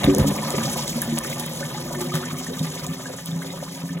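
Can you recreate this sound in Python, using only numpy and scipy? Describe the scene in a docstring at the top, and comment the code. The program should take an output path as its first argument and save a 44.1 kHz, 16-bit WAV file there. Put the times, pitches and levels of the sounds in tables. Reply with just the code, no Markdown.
"""Concrete manhole: wastewater runs along the channel at the bottom, the flow slowly easing.
The turbulent stream rushes, bursting bubbles fizz, small bubbles chirp upwards as they rise.
The pipe hums on slowly climbing air resonances, rung harder by trapped air glugging in its mouth.
Wavelets slap, slugs of water thump, squeezed air squelches and droplets tick.
The shaft rings with all of it; its walls echo the bubbles, squelches and droplets."""
import sys
import numpy as np
from scipy import signal
from scipy.fft import rfft, irfft
from scipy.io import wavfile

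SR = 44100
rng = np.random.default_rng(int(sys.argv[2]) if len(sys.argv) > 2 else 0)


def wav_out(sig):
    """Save sig, one row per channel (or a flat mono array), as 16-bit PCM at SR to the path in sys.argv[1]."""
    wavfile.write(sys.argv[1], SR, np.round(np.clip(np.atleast_2d(sig).T, -1, 1) * 32767).astype(np.int16))


N = 176400
T = np.arange(N) / SR

# start_s, churn_db, gurgle_db, babble_db, spray_db
FLOW_LEVELS = [(0, -24, -37.5, -29.5, -39), (.2, -17, -30, -33, -36), (.42, -22.5, -37, -31.5, -37),
               (.62, -23, -33, -29, -33), (.9, -29.5, -38, -34.5, -35.5), (1.15, -31.5, -38, -34.5, -38.5),
               (1.4, -30, -37, -34.5, -38.5), (1.65, -31.5, -37.5, -36.5, -38),
               (1.92, -27.5, -39.5, -39, -41.5), (2.25, -29.5, -49, -33, -41),
               (2.55, -34.5, -43, -39, -39.5), (2.8, -32, -47, -35, -41), (3.1, -35.5, -40.5, -40, -41.5),
               (3.24, -41.5, -46, -43, -43), (3.5, -34.5, -42, -42, -42), (3.78, -41, -44, -40.5, -43.5),
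               (3.88, -42, -56, -41.5, -45.5), (4, -34, -47, -45, -50.5)]

def flow():
    """Stream strength over time: four curves in dB, bass to treble."""
    times_s, *levels_db = np.transpose(FLOW_LEVELS)
    return [np.interp(T, times_s, level_db) for level_db in levels_db]


# freq_hz, density_db
CHURN_SPECTRUM = [(25, -57), (55, 2), (90, -9.5), (140, 4), (200, 4), (280, -5), (380, -3.5), (450, -6.5),
                  (700, -36)]
GURGLE_SPECTRUM = [(300, -9.5), (420, -5), (540, 3), (650, -1.5), (800, -2.5), (1100, -12)]
BABBLE_SPECTRUM = [(500, -9.5), (720, -3.5), (1200, -5), (1400, -11), (2000, -7.5), (3000, -2), (4500, -31)]
SPRAY_SPECTRUM = [(1500, -18.5), (2800, -0.5), (4400, 0.5), (6500, 3), (9000, -3), (11500, 0.5),
                  (13500, -6), (16000, -14)]

def stream(churn_db, gurgle_db, babble_db, spray_db):
    """Turbulent water: churning bass, gurgling and babbling mids, spray on top."""
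    churn = from_db(churn_db - 9) * turbulence(CHURN_SPECTRUM, flicker_db=5, surge_db=2, rate_hz=13.7)
    gurgle = from_db(gurgle_db - 3) * turbulence(GURGLE_SPECTRUM, flicker_db=3, surge_db=4.5, rate_hz=44)
    babble = from_db(babble_db - 6) * turbulence(BABBLE_SPECTRUM, flicker_db=4.5, surge_db=3, rate_hz=33)
    spray = from_db(spray_db + 1) * turbulence(SPRAY_SPECTRUM, flicker_db=3, surge_db=3, rate_hz=25.3)
    return churn + gurgle + babble + spray


# start_s, mode1_hz, mode2_hz, mode3_hz
PIPE_PITCHES = [(0, 139.1, 202.9, 281.2), (0.332, 142.8, 206.1, 283), (0.521, 147, 227.5, 305.6),
                (1.15, 154.7, 233.8, 329), (1.65, 155, 239.1, 341.6), (1.999, 156, 246, 354.4),
                (2.4, 157.6, 253.3, 378.7), (3.199, 164.6, 263, 390.2), (4, 171, 270.4, 389.7)]
# Row per mode: width_hz, level_db, churn_share
PIPE_MODES = [(18.5, -36, 0.2), (8.6, -39, 0.76), (27.3, -46, 1.03)]
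# start_s, mode1_db, mode2_db, mode3_db
AIR_GLUGS = [(.038, -21, -19, -32), (0.072, -29, -21, -7.5), (.187, -10, -17, -23),
             (0.241, -33, -18, -16.5), (0.574, -26.5, -18, -30), (0.956, -30, -20.5, -32),
             (1.073, -25, -20.5, -40), (1.118, -32, -21, -25.5), (1.962, -36, -53, -28),
             (2.008, -28, -31, -32), (2.138, -16, -33, -30.5), (2.322, -23.5, -22.5, -37.5),
             (2.483, -28, -26.5, -40), (2.602, -15, -23.5, -48), (2.885, -22.5, -32, -52),
             (3.282, -23, -32, -50), (3.322, -23.5, -37, -53), (3.355, -22, -39, -56),
             (3.832, -21.5, -28.5, -46), (3.898, -24, -30.5, -62), (3.948, -21.5, -34, -52)]
# freq_hz, density_db
STIR_SPECTRUM = [(120, 0), (200, -0.5), (500, -11.5)]

def pipe(churn_db, evenness=0.28):
    """Three air modes hum and climb as the flow eases; glugs ring them harder and stir the water."""
    times_s, *pitches_hz = np.transpose(PIPE_PITCHES)
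    starts_s, *glugs_db = np.transpose(AIR_GLUGS)
    envelopes = np.array([swell(T - start_s, attack_s=0.008, decay_s=0.042) for start_s in starts_s])
    swing_db = churn_db - churn_db.mean()
    ringing, stir = 0, 0
    for pitch_hz, glug_db, (width_hz, level_db, churn_share) in zip(pitches_hz, glugs_db, PIPE_MODES):
        carrier = np.exp(2j * np.pi * np.cumsum(np.interp(T, times_s, pitch_hz)) / SR)
        wander = drift(width_hz) + 1j * drift(width_hz)
        hum = unit_rms(np.imag(carrier * wander / (np.abs(wander) + 1e-3) ** evenness))
        glugs = from_db(glug_db - 1.5) @ envelopes
        ringing += from_db(level_db + churn_share * swing_db) * hum + glugs * carrier.imag
        stir += glugs
    water = turbulence(STIR_SPECTRUM, flicker_db=2, surge_db=-0.2, rate_hz=42)
    return ringing + from_db(-22) * stir * water


# start_s, slap_db, spray_db, decay_s
WAVELETS = [(0.033, -20, -33, .013), (0.039, -28, -29, 0.0094), (.183, -41, -24.5, 0.0058),
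            (.194, -32, -37, 0.042), (.579, -26.5, -31, 0.015), (.717, -41.5, -47, 0.017),
            (1.021, -33.5, -38, 0.028), (1.173, -27.5, -39, 0.0091), (1.3, -49, -33, 0.055),
            (1.396, -36, -32, 0.022), (1.746, -51, -50, 0.007), (2.005, -32.5, -31, 0.032),
            (2.139, -26.5, -27.5, 0.013), (2.152, -28.5, -29.5, 0.022), (2.319, -42, -30, 0.012),
            (2.648, -36.5, -36, 0.013), (2.866, -53, -35, .008)]
# start_s, level_db, decay_s
WATER_SLUGS = [(0.043, -18, 0.02), (0.076, -23, 0.022), (.19, -19, 0.05)]
# freq_hz, density_db
SLAP_SPECTRUM = [(300, -14), (550, 2.5), (900, 4.5), (1300, 0), (1900, -3.5), (3500, -1.5), (5000, -16),
                 (9000, -36)]
SPLASH_SPECTRUM = [(4000, -6), (6500, 0), (11500, -1), (16000, -6)]
THUMP_SPECTRUM = [(25, -19), (58, 17), (130, 15), (330, -3), (600, -6)]

def splashes():
    """Wavelets slap and throw up spray; heavy slugs of water thump in the pipe."""
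    slaps, spray, thumps = np.zeros((3, N))
    for start_s, slap_db, spray_db, decay_s in WAVELETS:
        envelope = swell(T - start_s, 0.0013, decay_s)
        slaps += from_db(slap_db) * envelope
        spray += from_db(spray_db) * envelope
    for start_s, level_db, decay_s in WATER_SLUGS:
        thumps += from_db(level_db) * swell(T - start_s, 0.0077, decay_s)
    return (slaps * turbulence(SLAP_SPECTRUM, flicker_db=6, surge_db=1.5, rate_hz=290)
            + spray * turbulence(SPLASH_SPECTRUM, flicker_db=2.5, surge_db=2.5, rate_hz=150)
            + thumps * turbulence(THUMP_SPECTRUM, flicker_db=2, surge_db=0, rate_hz=10))


def bubble(pitch_hz, decay_cycles=8, rise_per_decay=0.035):
    """A bubble rings, its pitch rising as it nears the surface."""
    decay_s = decay_cycles / pitch_hz
    t = T[:int(5 * decay_s * SR)]
    phase = 2 * np.pi * pitch_hz * t * (1 + rise_per_decay * t / decay_s / 2)
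    return np.sin(phase) * swell(t, 0.33 * decay_s, decay_s)


# start_s, level_db, pitch_hz
CLEAR_PLIPS = [(0.041, -10.5, 3490), (.08, -6, 370), (0.429, -17, 974), (.675, -17, 770), (1.02, -18, 1635),
               (1.746, -18, 800), (2.005, -20.5, 850), (2.118, -21, 1190), (2.466, -22.5, 1780),
               (2.535, -21, 3700), (2.593, -18, 3540), (3.315, -21.5, 3454), (3.505, -20.5, 3680),
               (3.057, -20, 1584)]

def bubbles(babble_db, per_s=260, low_hz=662, high_hz=4500, spread_db=3.5):
    """Random bubbles, the small ones higher and fainter, plus a few clear plips."""
    out = np.zeros(N)
    for position, smallness, luck in rng.random((int(per_s * N / SR), 3)):
        boost_db = spread_db * min(-np.log(1 - luck), 3)
        level_db = babble_db[int(position * N)] - 9 - 5 * smallness + boost_db
        pitch_hz = low_hz * (high_hz / low_hz) ** smallness
        add(out, position * N / SR, from_db(level_db) * bubble(pitch_hz))
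    for start_s, level_db, pitch_hz in CLEAR_PLIPS:
        add(out, start_s, from_db(level_db - 7) * bubble(pitch_hz))
    return out


def fizz(spray_db, per_s=1100, spread_db=2.8, pitch_count=60, width_ratio=0.06):
    """Tiny bubbles burst at the surface, each ringing for a few cycles."""
    strengths = from_db(spread_db * np.minimum(rng.exponential(1, N), 5)) * rng.choice([-1, 1], N)
    bursts = strengths * (rng.random(N) < per_s / SR)
    pitch_index = rng.integers(0, pitch_count, N)
    out = np.zeros(N)
    for k, pitch_hz in enumerate(np.geomspace(2800, 14500, pitch_count)):
        ringing = resonance(bursts * (pitch_index == k), pitch_hz, pitch_hz * width_ratio)
        out += from_db(at_hz(SPRAY_SPECTRUM, pitch_hz)) * ringing
    return from_db(spray_db - 4) * unit_rms(out)


# start_s, level_db, start_hz
AIR_SQUELCHES = [(1.245, -28, 1270), (1.625, -27, 1386), (1.775, -32, 1114), (1.882, -33, 1200),
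                 (1.905, -24.5, 571), (1.935, -24, 756), (1.944, -28, 1450), (2.234, -24.5, 1253),
                 (3.182, -33, 1550), (3.417, -26, 1400), (3.5, -34, 1820), (3.89, -34, 1460)]

def squelches(length_s=0.021, octaves_per_s=42, roughness=0.7, flutter_hz=220):
    """Air squeezed out at the surface: short, fluttering upward sweeps."""
    out, t = np.zeros(N), T[:int(length_s * SR)]
    flutter = 1 - roughness / 2 + roughness * (drift(flutter_hz) + 1j * drift(flutter_hz))
    envelope = np.sin(np.pi * (t / length_s) ** 0.37)
    for start_s, level_db, start_hz in AIR_SQUELCHES:
        phase = 2 * np.pi * np.cumsum(start_hz * 2 ** (octaves_per_s * t)) / SR
        sweep = np.imag(np.exp(1j * phase) * flutter[int(start_s * SR):][:len(t)])
        add(out, start_s, from_db(level_db - 5.5) * unit_rms(sweep) / np.sqrt(2) * envelope)
    return out


# start_s, level_db, pitch_hz
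DROPLET_TICKS = [(.1485, -14.5, 7400), (0.1834, -19, 11800), (.284, -27, 4800), (0.505, -17.5, 6460),
                 (0.717, -22, 11500), (.879, -18.5, 6820), (1.018, -13, 11700), (1.021, -16, 11200),
                 (1.1825, -20, 6200), (1.187, -12, 8700), (1.3, -26, 14000), (1.3968, -21, 11200),
                 (1.4625, -19, 13900), (2.866, -23, 7530), (3.2593, -22, 10100)]

def droplets():
    """Droplets land with a very short, bright crack."""
    out, t = np.zeros(N), T[:SR // 20]
    envelope = swell(t, attack_s=0.00031, decay_s=0.0009)
    for start_s, level_db, pitch_hz in DROPLET_TICKS:
        crack = unit_rms(resonance(rng.standard_normal(len(t)), pitch_hz, width_hz=4200))
        add(out, start_s, from_db(level_db + 1) * crack * envelope)
    return out


# freq_hz, width_hz, gain_db
SHAFT_BANDS = [(100, 16, 1), (360, 14, 3), (386, 14, 3), (456, 30, -7), (508, 18, 6), (552, 50, 8),
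               (635, 25, -5), (794, 90, -4.5), (855, 16, 5.5), (897, 60, -12), (974, 30, 6.5),
               (1192, 30, 6), (1238, 30, 4), (1351, 100, -10), (1768, 35, 7), (2195, 45, 2), (3176, 40, 6),
               (3710, 80, 4)]

def shaft(x):
    """The hollow shaft lifts and prolongs its resonances; a few bands dip."""
    for freq_hz, width_hz, gain_db in SHAFT_BANDS:
        x = x + (from_db(gain_db) - 1) * resonance(x, freq_hz, width_hz)
    return x


def wall_echoes(x, wet_db, t60_s=0.25):
    """Direct sound plus dense reflections between the concrete walls."""
    t = T[:SR // 2]
    tails = rng.standard_normal((2, len(t))) * swell(t, 0.0047, t60_s / np.log(1000))
    tails /= np.sqrt(np.sum(tails ** 2) / 2)
    wet = signal.fftconvolve(x[None], tails, axes=1)[:, :N]
    return x + from_db(wet_db) * widen(*wet)


def turbulence(spectrum, flicker_db, surge_db, rate_hz):
    """Half-octave noise bands that surge together and flicker separately; stereo, rms 1."""
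    mid_side, surge = np.zeros((2, N)), drift(rate_hz)
    edges_hz = 22 * 2 ** np.arange(0, 9.9, 0.5)
    white = rng.standard_normal((2, 2, N))
    for k, (low_hz, high_hz) in enumerate(zip(edges_hz, edges_hz[1:])):
        flicker = drift(rate_hz)
        if high_hz > spectrum[0][0] and low_hz < spectrum[-1][0]:
            bandpass = signal.butter(2, [low_hz, high_hz], "band", fs=SR, output="sos")
            band_db = at_hz(spectrum, np.sqrt(low_hz * high_hz)) + surge_db * surge + flicker_db * flicker
            mid_side += from_db(band_db) * signal.sosfilt(bandpass, white[k % 2])
    return unit_rms(widen(*mid_side))


# freq_hz, coherence
STEREO_COHERENCE = [(100, .997), (500, .97), (1200, .92), (2300, .55), (3500, .85), (7000, .86),
                    (15000, .82)]

def widen(mid, side):
    """Two unrelated signals become a stereo pair, alike in the bass, less so above."""
    coherence = np.clip(at_hz(STEREO_COHERENCE, np.arange(N // 2 + 1) * SR / N), 0, 1)
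    common = np.sqrt((1 + coherence) / 2) * rfft(mid)
    opposed = np.sqrt((1 - coherence) / 2) * rfft(side)
    return irfft([common + opposed, common - opposed], N)


def drift(rate_hz, hop=40, settle_steps=2000):
    """Smooth random wander, rms about 1."""
    pole = np.exp(-2 * np.pi * rate_hz * hop / SR)
    white = rng.standard_normal(N // hop + settle_steps + 2)
    slow = signal.lfilter([1], [1, -2 * pole, pole ** 2], white)[settle_steps:]
    return np.interp(np.arange(N) / hop, np.arange(len(slow)), unit_rms(slow))


def resonance(x, freq_hz, width_hz):
    """Two-pole resonator, peak gain 1."""
    radius = np.exp(-np.pi * width_hz / SR)
    feedback = [1, -2 * radius * np.cos(2 * np.pi * freq_hz / SR), radius ** 2]
    return signal.lfilter(np.array([1, 0, -1]) * (1 - radius ** 2) / 2, feedback, x + 1e-18)


def swell(t, attack_s, decay_s):
    """Smooth rise, exponential fall."""
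    rise = np.sin(np.pi / 2 * np.clip(t / attack_s, 0, 1)) ** 2
    return rise * np.exp(-np.maximum(t - attack_s, 0) / decay_s)


def add(out, start_s, sound):
    """Mix a sound in at start_s."""
    i = int(np.clip(start_s * SR, 0, N - 1))
    out[i:i + len(sound)] += sound[:N - i]


def at_hz(table, freq_hz):
    """Interpolate on a log-frequency axis."""
    knots_hz, values = np.transpose(table)
    return np.interp(np.log(freq_hz + 1e-9), np.log(knots_hz), values)


def from_db(db):
    """Decibels to gain."""
    return 10 ** (np.asarray(db) / 20)


def unit_rms(x):
    """Scale to rms 1."""
    return x / np.sqrt(np.mean(x ** 2) + 1e-20)


def scene():
    """The stream and its events, heard from the top of the shaft."""
    churn_db, gurgle_db, babble_db, spray_db = flow()
    rush = stream(churn_db, gurgle_db, babble_db, spray_db)
    bubbling = fizz(spray_db) + bubbles(babble_db) + squelches()
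    water = rush + pipe(churn_db) + splashes()
    return shaft(water + wall_echoes(bubbling, wet_db=-7) + wall_echoes(droplets(), wet_db=-21.5))


# freq_hz, left_lead_rad
PORT_PHASE = [(0, 0), (280, -.25), (500, -.95), (780, 0), (1400, 0), (1600, .7), (2100, .9), (2600, 2.8),
              (3300, 1.3), (4650, 3.1), (15500, 18.9)]

def record(dry, low_cut_hz=50, stopband_hz=16700):
    """Sound reaches two microphone ports at slightly different times; deep bass and top are cut."""
    lead_rad = np.interp(np.arange(N + 1) * SR / (2 * N), *np.transpose(PORT_PHASE))
    shift = np.exp(0.5j * np.array([lead_rad, -lead_rad]))
    ports = irfft(rfft(dry, 2 * N) * shift)[:, :N]
    ports = signal.sosfilt(signal.butter(2, low_cut_hz, "high", fs=SR, output="sos"), ports)
    return signal.sosfilt(signal.cheby2(16, 70, stopband_hz, fs=SR, output="sos"), ports)


dry = scene()
out = record(dry)
wav_out(out)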